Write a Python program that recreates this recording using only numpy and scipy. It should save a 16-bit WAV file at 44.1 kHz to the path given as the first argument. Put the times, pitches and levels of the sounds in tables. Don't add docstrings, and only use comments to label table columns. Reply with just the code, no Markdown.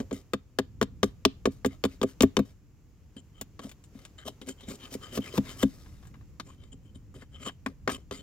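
import sys
import numpy as np
from scipy import signal
from scipy.fft import rfft, irfft
from scipy.io import wavfile
from scipy.ndimage import uniform_filter1d

SR = 44100
rng = np.random.default_rng(int(sys.argv[2]) if len(sys.argv) > 2 else 0)


def dump(signal):
    limited = np.clip(np.atleast_2d(signal).T, -1, 1)
    pcm = np.round(limited * 32767).astype(np.int16)
    wavfile.write(sys.argv[1], SR, pcm)


N = 362502


def gain_of(db):
    return 10 ** (np.asarray(db) / 20)

def unit_rms(x):
    return x / np.sqrt(np.mean(x ** 2) + 1e-20)

def curve_at(points, hz):
    freqs, values = np.transpose(points)
    return np.interp(np.log(hz + 1), np.log(freqs + 1), values)

def colour(x, response):
    return irfft(rfft(x) * response(np.fft.rfftfreq(N, 1 / SR)), N)

def eq(x, points):
    return colour(x, lambda hz: gain_of(curve_at(points, hz)))

def fader(points):
    return gain_of(np.interp(np.arange(N) / SR, *np.transpose(points)))

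def add(mix, start_s, sound):
    part = mix[round(start_s * SR):][:len(sound)]
    part += sound[:len(part)]

def ring(modes, push, spread=0., polarity=1):
    t = np.arange(6000) / SR
    body = np.zeros(len(t))
    for k, (hz, db, t60) in enumerate(modes):
        detune, accent = spread * rng.standard_normal(2)
        decay = gain_of(db + 100 * accent - 60 * t / t60)
        body += polarity ** k * decay * np.sin(2 * np.pi * hz * (1 + detune) * t)
    out = signal.oaconvolve(body, push)[:len(t)]
    return out / abs(out).max()

def air_noise(spectrum, correlation, patchy_db):
    frames, hz = N // 256 + 5, np.fft.rfftfreq(1024, 1 / SR)
    a, b, c, d, patches = rng.standard_normal((frames, 513, 5)).T
    patches = unit_rms(uniform_filter1d(uniform_filter1d(patches, 12, 0), 14, 1))
    shared = np.clip(curve_at(correlation, hz), 0, 1)[:, None]
    left = a + 1j * b
    right = shared * left + np.sqrt(1 - shared ** 2) * (c + 1j * d)
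    spectra = np.array([left, right]) * gain_of(patchy_db * patches)
    stereo = signal.istft(spectra, nperseg=1024, noverlap=768)[1][:, :N]
    return unit_rms(eq(stereo, spectrum))


# freq_hz, gain_db
WIND_EQ = [(12, -60), (20, -16.5), (43, -4), (81, -4), (118, -6.5), (170, -12.5), (195, -15), (329, -23),
           (362, -37), (500, -31), (650, -56), (1100, -120)]
# freq_hz, correlation
WIND_CORRELATION = [(30, .55), (70, 0.72), (150, .95)]
# time_s, level_db
GUSTS = [(0.0, -48), (0.2, -56.5), (0.39, -57), (0.62, -54), (0.8, -47), (2.15, -53), (2.98, -55.5),
         (4.74, -53.5), (5.24, -51.5), (5.95, -47.5), (6.45, -50.5), (6.98, -50), (7.44, -51),
         (8.22, -51.5)]

def wind():
    return fader(GUSTS) * air_noise(WIND_EQ, WIND_CORRELATION, patchy_db=-0.5)


# freq_hz, gain_db
HUSH_EQ = [(180, -39.5), (300, -7), (355, -9.5), (658, -20.5), (1200, -22.5), (1490, -25.5), (2870, -26.5),
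           (3060, -29), (3680, -32.5), (7310, -26), (8350, -40), (15200, -34), (16300, -43.5)]
# time_s, mid_band_db
HUSH_SWELLS = [(0.0, -70), (0.43, -78), (2.27, -71.5), (2.61, -78), (4.53, -71.5), (4.83, -66), (5.47, -62),
               (5.7, -71), (6.71, -77), (8.22, -76.5)]

def hush():
    bed = air_noise(HUSH_EQ, correlation=[(300, 0.89), (8000, 0.15)], patchy_db=0.55)
    mid_band = colour(bed, lambda hz: (hz > 700) * (hz < 2600))
    return fader(HUSH_SWELLS) * bed / np.sqrt(np.mean(mid_band ** 2))


def slips(per_s, spread_db):
    clumps = gain_of(1.7 * unit_rms(uniform_filter1d(rng.standard_normal(N), 250)))
    size = gain_of(spread_db * np.minimum(rng.exponential(1, N), 4)) * rng.standard_normal(N)
    return clumps * size * (rng.random(N) < per_s / SR)

def resonances(x, peaks, waver_db):
    out = np.zeros(N)
    for pitch, width, db in peaks:
        waver = unit_rms(uniform_filter1d(uniform_filter1d(rng.standard_normal(N), 1500), 1500))
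        band = colour(x, lambda hz: 1 / (1 + (2 * (hz - pitch) / width) ** 2))
        out += gain_of(db + waver_db * waver) * band
    return unit_rms(out)


# freq_hz, gain_db
RASP_EQ = [(350, -43), (600, 3), (963, -11.5), (1070, 2.5), (1370, -16), (1500, -29.5), (2120, -10.5),
           (2400, -5.5), (3170, -15.5), (4060, -11.5), (7000, -19), (9100, -35.5), (15400, -120)]
# pitch_hz, width_hz, level_db
CREAK_PEAKS = [(1250, 130, 0), (1626, 500, -5.5), (2075, 190, -3), (3720, 360, -7), (4860, 250, -13)]

def wood_rasp(friction):
    spectra = signal.stft(unit_rms(eq(friction, RASP_EQ)), nperseg=256)[2]
    grain = unit_rms(uniform_filter1d(uniform_filter1d(rng.standard_normal(spectra.shape), 2, 0), 16, 1))
    rasp = unit_rms(signal.istft(spectra * gain_of(9.0 * grain), nperseg=256)[1][:N])
    return unit_rms(rasp + 1.1 * resonances(friction, CREAK_PEAKS, waver_db=5))


# pitch_hz, width_hz, level_db
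SONG_PEAKS = [(3096, 200, 0), (7270, 580, -11), (8630, 120, -13.5)]
# freq_hz, gain_db
FIBRE_EQ = [(3240, -18), (5500, -6.5), (6480, -8), (7600, -10), (8900, -7), (9360, -17), (11600, -9),
            (12600, -12.5), (15100, -14.5), (16300, -23)]
# peak_s, rise_s, fall_s, rasp_db, then relative to it song_db, hiss_db, rumble_db
STROKES = [(0.003, .003, .03, -52, 4, -10, 20), (0.145, .01, 0.078, -57, 0, 1.5, 9.5),
           (1.041, 0.0044, 0.006, -40, -4, 5, 16), (1.52, .02, .07, -67.5, -9, 5, 3),
           (1.729, 0.075, 0.039, -59, -9, -7.5, 0.5), (1.93, .07, 0.043, -62, -7, -0.8, 8),
           (2.101, 0.058, 0.039, -58, -5.5, 0, 1), (2.455, 0.0072, 0.077, -64.5, -16, 1, 1),
           (3.167, .003, 0.037, -60.5, 13, -15, 12.5), (3.4, 0.079, 0.015, -68.5, 5.5, -24, 4),
           (3.642, 0.038, 0.051, -55, 0, -2.1, 9), (3.999, .09, 0.12, -63.5, -14, -3, 7),
           (4.187, 0.0079, 0.051, -52.5, 4, -20, -4.5), (4.28, 0.034, 0.022, -47, 6.5, -0.3, 12.5),
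           (4.421, .004, 0.033, -58.5, 2.5, -11, 13.5), (4.494, 0.0364, 0.03, -50.5, 7.5, 2, 9),
           (4.633, 0.064, .037, -57, -3, -14, 4), (4.706, 0.041, 0.055, -50, -0.5, 1.5, 11),
           (4.85, 0.074, 0.041, -49.5, -7, -8.5, -3.5), (4.944, 0.045, 0.016, -47.5, 1.5, 4, 2.5),
           (5.036, 0.036, 0.11, -51, 0, -13, -1.5), (5.172, 0.057, 0.013, -47.5, 0, 6.2, 14),
           (5.271, 0.066, 0.06, -49, -1, -7, -2), (5.375, .055, 0.0079, -42, -16, -1, 7),
           (5.5, 0.08, 0.076, -49.5, -3, -3, 2), (5.626, 0.064, 0.011, -48, 4, 4.5, 1),
           (5.715, 0.18, 0.4, -64.5, -27, 1.1, -1), (6.405, .004, .03, -65, 1, -14, 6),
           (6.475, 0.033, 0.084, -62, 6.5, -6.5, 6.5), (6.637, 0.063, 0.05, -65, 5, -21, 6),
           (6.734, 0.017, 0.012, -63, 14, -21, 10), (6.86, 0.035, 0.056, -78, 14, -8.5, 10),
           (6.956, 0.013, 0.018, -64, 12.5, -8, 7.5), (7.16, 0.021, 0.034, -62, 3, -6, 18.5),
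           (7.224, 0.06, 0.021, -58.5, 0, -12, -6), (7.358, 0.054, 0.03, -61, 9, -16, 3.5),
           (7.433, 0.057, 0.015, -54, 0, -8, 1), (7.485, 0.045, 0.011, -45, 3, -9, 7),
           (7.682, 0.0035, 0.046, -62, -19, -7, 16), (7.915, 0.034, 0.052, -41, 6.5, -5.5, 2.5),
           (7.985, 0.0072, 0.029, -71, -22, -11, 16), (8.124, 0.0061, 0.086, -47.5, -1.5, -8, 0.5)]

def shaving_strokes():
    start_db, end_db, fade_in_share, fade_out_s = -14, -15, 0.46, 0.0013
    settle_db, settle_db_per_s, settle_s = -8.5, 350, .08
    friction = slips(per_s=9000, spread_db=3.4)
    rasp = wood_rasp(friction)
    song = resonances(friction, SONG_PEAKS, waver_db=6.5)
    hiss = unit_rms(eq(1.4 * friction + slips(14000, 0.52), FIBRE_EQ))
    rumble = unit_rms(signal.oaconvolve(slips(690, 3.0), ring(LOG_MODES[2:5], np.hanning(50)))[:N])
    out = np.zeros(N)
    for peak_s, rise_s, fall_s, rasp_db, song_db, hiss_db, rumble_db in STROKES:
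        start_s, end_s = max(peak_s - rise_s, 0), peak_s + fall_s
        span = np.arange(round(start_s * SR), min(round((end_s + settle_s) * SR), N))
        t = span / SR
        swell_db = np.interp(t, (start_s, peak_s, end_s), (start_db, 0, end_db))
        after_s = np.maximum(t - end_s, 0)
        tail_db = settle_db * np.minimum(after_s / .004, 1) - settle_db_per_s * after_s
        fade_in = (t - t[0]) / (fade_in_share * rise_s)
        fades = np.clip(np.minimum(fade_in, (t[-1] - t) / fade_out_s), 0, 1)
        layers = (gain_of(swell_db) * rasp[span]
                  + gain_of(song_db + .85 * swell_db) * song[span]
                  + gain_of(hiss_db + .92 * swell_db) * hiss[span]
                  + gain_of(rumble_db + .8 * swell_db) * rumble[span])
        out[span] += fades * gain_of(rasp_db + tail_db) * layers
    return out


# pitch_hz, level_db, t60_s
LOG_MODES = [(136.5, -9.5, 0.076), (202.6, -0.06, 0.081), (267.2, 1.5, 0.096), (399.5, 0.5, .05),
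             (518.5, -1.16, 0.034), (639, -11, 0.036)]
# start_s, knock_db, boom_db, boom_lag_s
THUDS = [(0.001, -37, -37.5, 0.00048), (0.1153, -26, -25.5, 0.011), (0.3334, -21.5, -22.5, .006),
         (0.586, -19, -23, .008), (0.814, -15.5, -19.5, .009), (1.0305, -18.5, -19, .01),
         (1.2546, -14.5, -16.5, .003), (1.4543, -15.5, -18, .018), (1.6489, -18.5, -17.5, .012),
         (1.84, -17, -19, .011), (2.0146, -24, -26, 0.00052), (2.0343, -17, -20.5, 0.0079),
         (2.2055, -19, -16.5, .004), (2.233, -10.5, -8.5, .003), (2.3675, -18, -17.5, .01),
         (2.3906, -19.5, -14, .006), (3.163, -43.5, -42.5, 0.00078), (3.413, -41, -35, 0.0016),
         (3.591, -40, -41, 0.0063), (3.647, -44, -34, 0.00099), (3.951, -50, -38, 0.0012),
         (4.262, -39, -48, 0.00062), (4.412, -53, -44, 0), (4.482, -38, -51, 0.0077),
         (4.681, -37, -33, 0.0011), (4.95, -34, -34, 0.00025), (5.174, -25.5, -21.5, 0.014),
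         (5.339, -36.5, -44.5, 0), (5.3787, -23, -12.5, .006), (5.631, -16.5, -15, 0.0035),
         (5.6494, -52, -21.5, 0), (6.397, -39.5, -43, 0.0013), (6.737, -60.5, -42, 0.0025),
         (6.956, -65, -46, 0), (7.221, -48.5, -44, 0.0017), (7.469, -35, -37.5, 0.0059),
         (7.661, -32, -27, 0.0034), (7.874, -25.5, -27.5, .008), (7.8985, -25.5, -54, 0.0011),
         (8.1096, -31.5, -40, .01)]

def log_thuds():
    contact_s, first_boom_db, rebound_db, ground_db = .0012, -6, -2.5, -10.5
    push = np.sin(np.pi * np.arange(0, 1, 1 / (contact_s * SR))) ** 2
    lowest = gain_of(LOG_MODES[0][1]) * ring(LOG_MODES[:1], push)
    highest = gain_of(LOG_MODES[5][1]) * ring(LOG_MODES[5:], push)
    ground_thump = ring([(62, -6, 0.078), (89, 0.5, 0.13)], np.hanning(200))
    boom = ring(LOG_MODES[1:3], push, polarity=-1) + lowest + gain_of(ground_db) * ground_thump
    knock = ring(LOG_MODES[3:5], push, polarity=-1) - highest
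    out = np.zeros(N)
    for start_s, knock_db, boom_db, lag_s in THUDS:
        add(out, start_s, gain_of(knock_db) * knock + gain_of(boom_db + first_boom_db) * boom)
        add(out, start_s + lag_s, gain_of(knock_db + rebound_db) * knock + gain_of(boom_db) * boom)
    return out


# pitch_hz, level_db, t60_s
HEAD_MODES = [(2700, -12.5, 0.0068), (3097, -9, 0.012), (3601, -2.5, 0.0058), (4392, -4, 0.0027),
              (5090, -13.5, 0.0054), (5690, -9.5, 0.0039), (6160, -17, 0.0073)]
# pitch_hz, level_db, t60_s
STICK_MODES = [(1160, -11.5, 0.0098), (1190, -5.5, .014), (1643, -1, 0.0065), (1940, -11, 0.0033),
               (2300, -4, 0.0027)]
# pitch_hz, level_db, t60_s
EDGE_MODES = [(7080, -3.5, 0.0043), (7700, -6.5, 0.0023), (11300, -0.5, 0.0019), (12700, -5.5, 0.0033),
              (14700, -6, 0.0026)]
# start_s, head_db, then relative to it stick_db, edge_low_db, edge_high_db
BITES = [(0.0024, -45.5, 8.5, -23, -4.5), (0.1108, -39.5, 5.5, -33, -22), (0.128, -40.5, -7, 6, -29),
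         (0.3351, -21, 2, -9.5, -15), (0.5874, -18.5, 1, -9, -15), (0.8138, -20, 5, -22, -15),
         (0.827, -21, -4, -7.5, -18), (1.0309, -13.5, -0.5, -35, -32.5), (1.2513, -6.5, -7.5, -19, -35),
         (1.4558, -20.5, 4, -25, -41), (1.4615, -35.5, 3.5, 2, -17.5), (1.6475, -27, 9, -11, -25),
         (1.6598, -29.5, -15, 3.5, 0), (1.839, -18.5, -1, -37, -13), (1.851, -24.5, -0.6, -2.5, -15),
         (2.0154, -23, -2, -32, -26), (2.0305, -22.5, -0.5, -5.5, -9.5), (2.207, -9, -11, -18, -33),
         (2.2218, -28, -1.8, 13, 9), (2.2326, -20, 3, -12, -1), (2.368, -13.5, -2.5, -19, -48),
         (2.391, -31.5, 8.5, -6, -3), (3.1655, -49.5, -3.5, -12, -18), (3.4123, -33, -9.5, 5, 7),
         (3.5926, -38.5, 5.5, -15, -53), (3.6938, -47, -14, 5.5, -9), (3.715, -41, -20, -6, -4),
         (3.8397, -58, -19, 11.5, -30), (4.0512, -39, -11, 0.5, -36), (4.415, -38, -8, -9, -33),
         (4.4875, -38, -21, 8, -26), (4.608, -44, -10, -6, -33), (4.688, -51, -13, -5, -13),
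         (5.1755, -26.5, -4, -13, -4), (5.205, -48, -19, -13, 0), (5.3774, -25, 2.2, -10, -3.5),
         (5.6293, -21, 1.5, -3.5, -7), (5.8609, -54.5, 7, -31, -31), (6.028, -55, 5, -17, -16),
         (6.052, -56, 5, -5, -1.1), (6.071, -54.5, 0, 4, -9), (6.141, -63, 14.5, -27, -18.5),
         (6.2114, -64, 13, -19, -11), (6.3988, -29, -2.5, -38, -47), (7.142, -65.5, 15.5, 12, -13),
         (7.222, -58, 16, 2, -26), (7.464, -35, 3, -3, -24), (7.49, -47, 14.5, -16, -23),
         (7.6621, -33, 12, -4.5, -31), (7.8765, -28.5, 14.5, -35.5, -31), (7.893, -38.5, 15.5, -27, -22),
         (7.899, -29, 1, -19, -10), (8.111, -31, 3.5, -27, -27)]

def edge_bites():
    out, t = np.zeros(N), np.arange(1500) / SR
    for start_s, head_db, stick_db, edge_low_db, edge_high_db in BITES:
        splinter_s = 0.0055 * gain_of(-0.17 * (head_db + 28))
        push = 0.44 * rng.standard_normal(len(t)) * np.exp(-t / splinter_s)
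        push[0] = -2.0
        for modes, part_db in ((HEAD_MODES, 0), (STICK_MODES, stick_db),
                               (EDGE_MODES[:2], edge_low_db), (EDGE_MODES[2:], edge_high_db)):
            add(out, start_s, gain_of(head_db + part_db) * ring(modes, push, spread=.01))
    return out


def reflections(x, tone, t60_s, onset_s=0.):
    t, out = np.arange(round(t60_s * SR)) / SR, np.zeros(N)
    envelope = gain_of(-60 * t / t60_s) * np.clip((t - onset_s) / 0.0048 + .1, 0, 1)
    half_turns = 1.2 * np.arange(N) / SR
    for k in range(4):
        taps = rng.standard_normal(len(t)) * envelope
        crossfade = np.cos(np.pi * (half_turns + k / 4)) / np.sqrt(2)
        out += signal.oaconvolve(x * crossfade, taps / np.linalg.norm(taps))[:N]
    return eq(out, tone)


# freq_hz, left_minus_right_db
LEFT_LEAN = [(60, 1.5), (110, 1.5), (200, 2.5), (380, 0.5), (700, 2.5), (1290, 5), (2380, 7), (4400, 7),
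             (8120, 0.5), (15000, 0)]
# freq_hz, lead_rad
LEFT_LEAD = [(200, 0.07), (800, 0.77), (1800, 1.4), (4000, 1.13), (8000, 1.964), (15000, 1.6)]
# freq_hz, gain_db
SCATTER_EQ = [(125, -26), (250, -18), (500, -14), (2000, -12), (8000, -9)]
# freq_hz, gain_db
ECHO_EQ = [(300, -29.5), (1500, -28.5), (4300, -22.5), (6500, -34.5), (14000, -42.5)]

def stereo_image(x):
    scatter = reflections(x, SCATTER_EQ, t60_s=.015)
    channels = []
    for side in (1, -1):
        panned = colour(x, lambda hz: gain_of(side * curve_at(LEFT_LEAN, hz) / 2))
        direct = colour(panned, lambda hz: np.exp(.5j * side * curve_at(LEFT_LEAD, hz)))
        echo = reflections(x, ECHO_EQ, t60_s=.25, onset_s=.012)
        channels.append(direct + side * scatter + echo)
    return np.array(channels)


def scene():
    ambience = wind() + hush()
    hatchet = edge_bites() + log_thuds() + shaving_strokes()
    low_cut = signal.butter(2, 70, "high", fs=SR, output="sos")
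    return ambience + stereo_image(signal.sosfilt(low_cut, hatchet))

def record(dry):
    high_cut = signal.firwin(511, 16000, window=("kaiser", 9), fs=SR)
    return signal.oaconvolve(dry, high_cut[None], "same")


dry = scene()
out = record(dry)
dump(out)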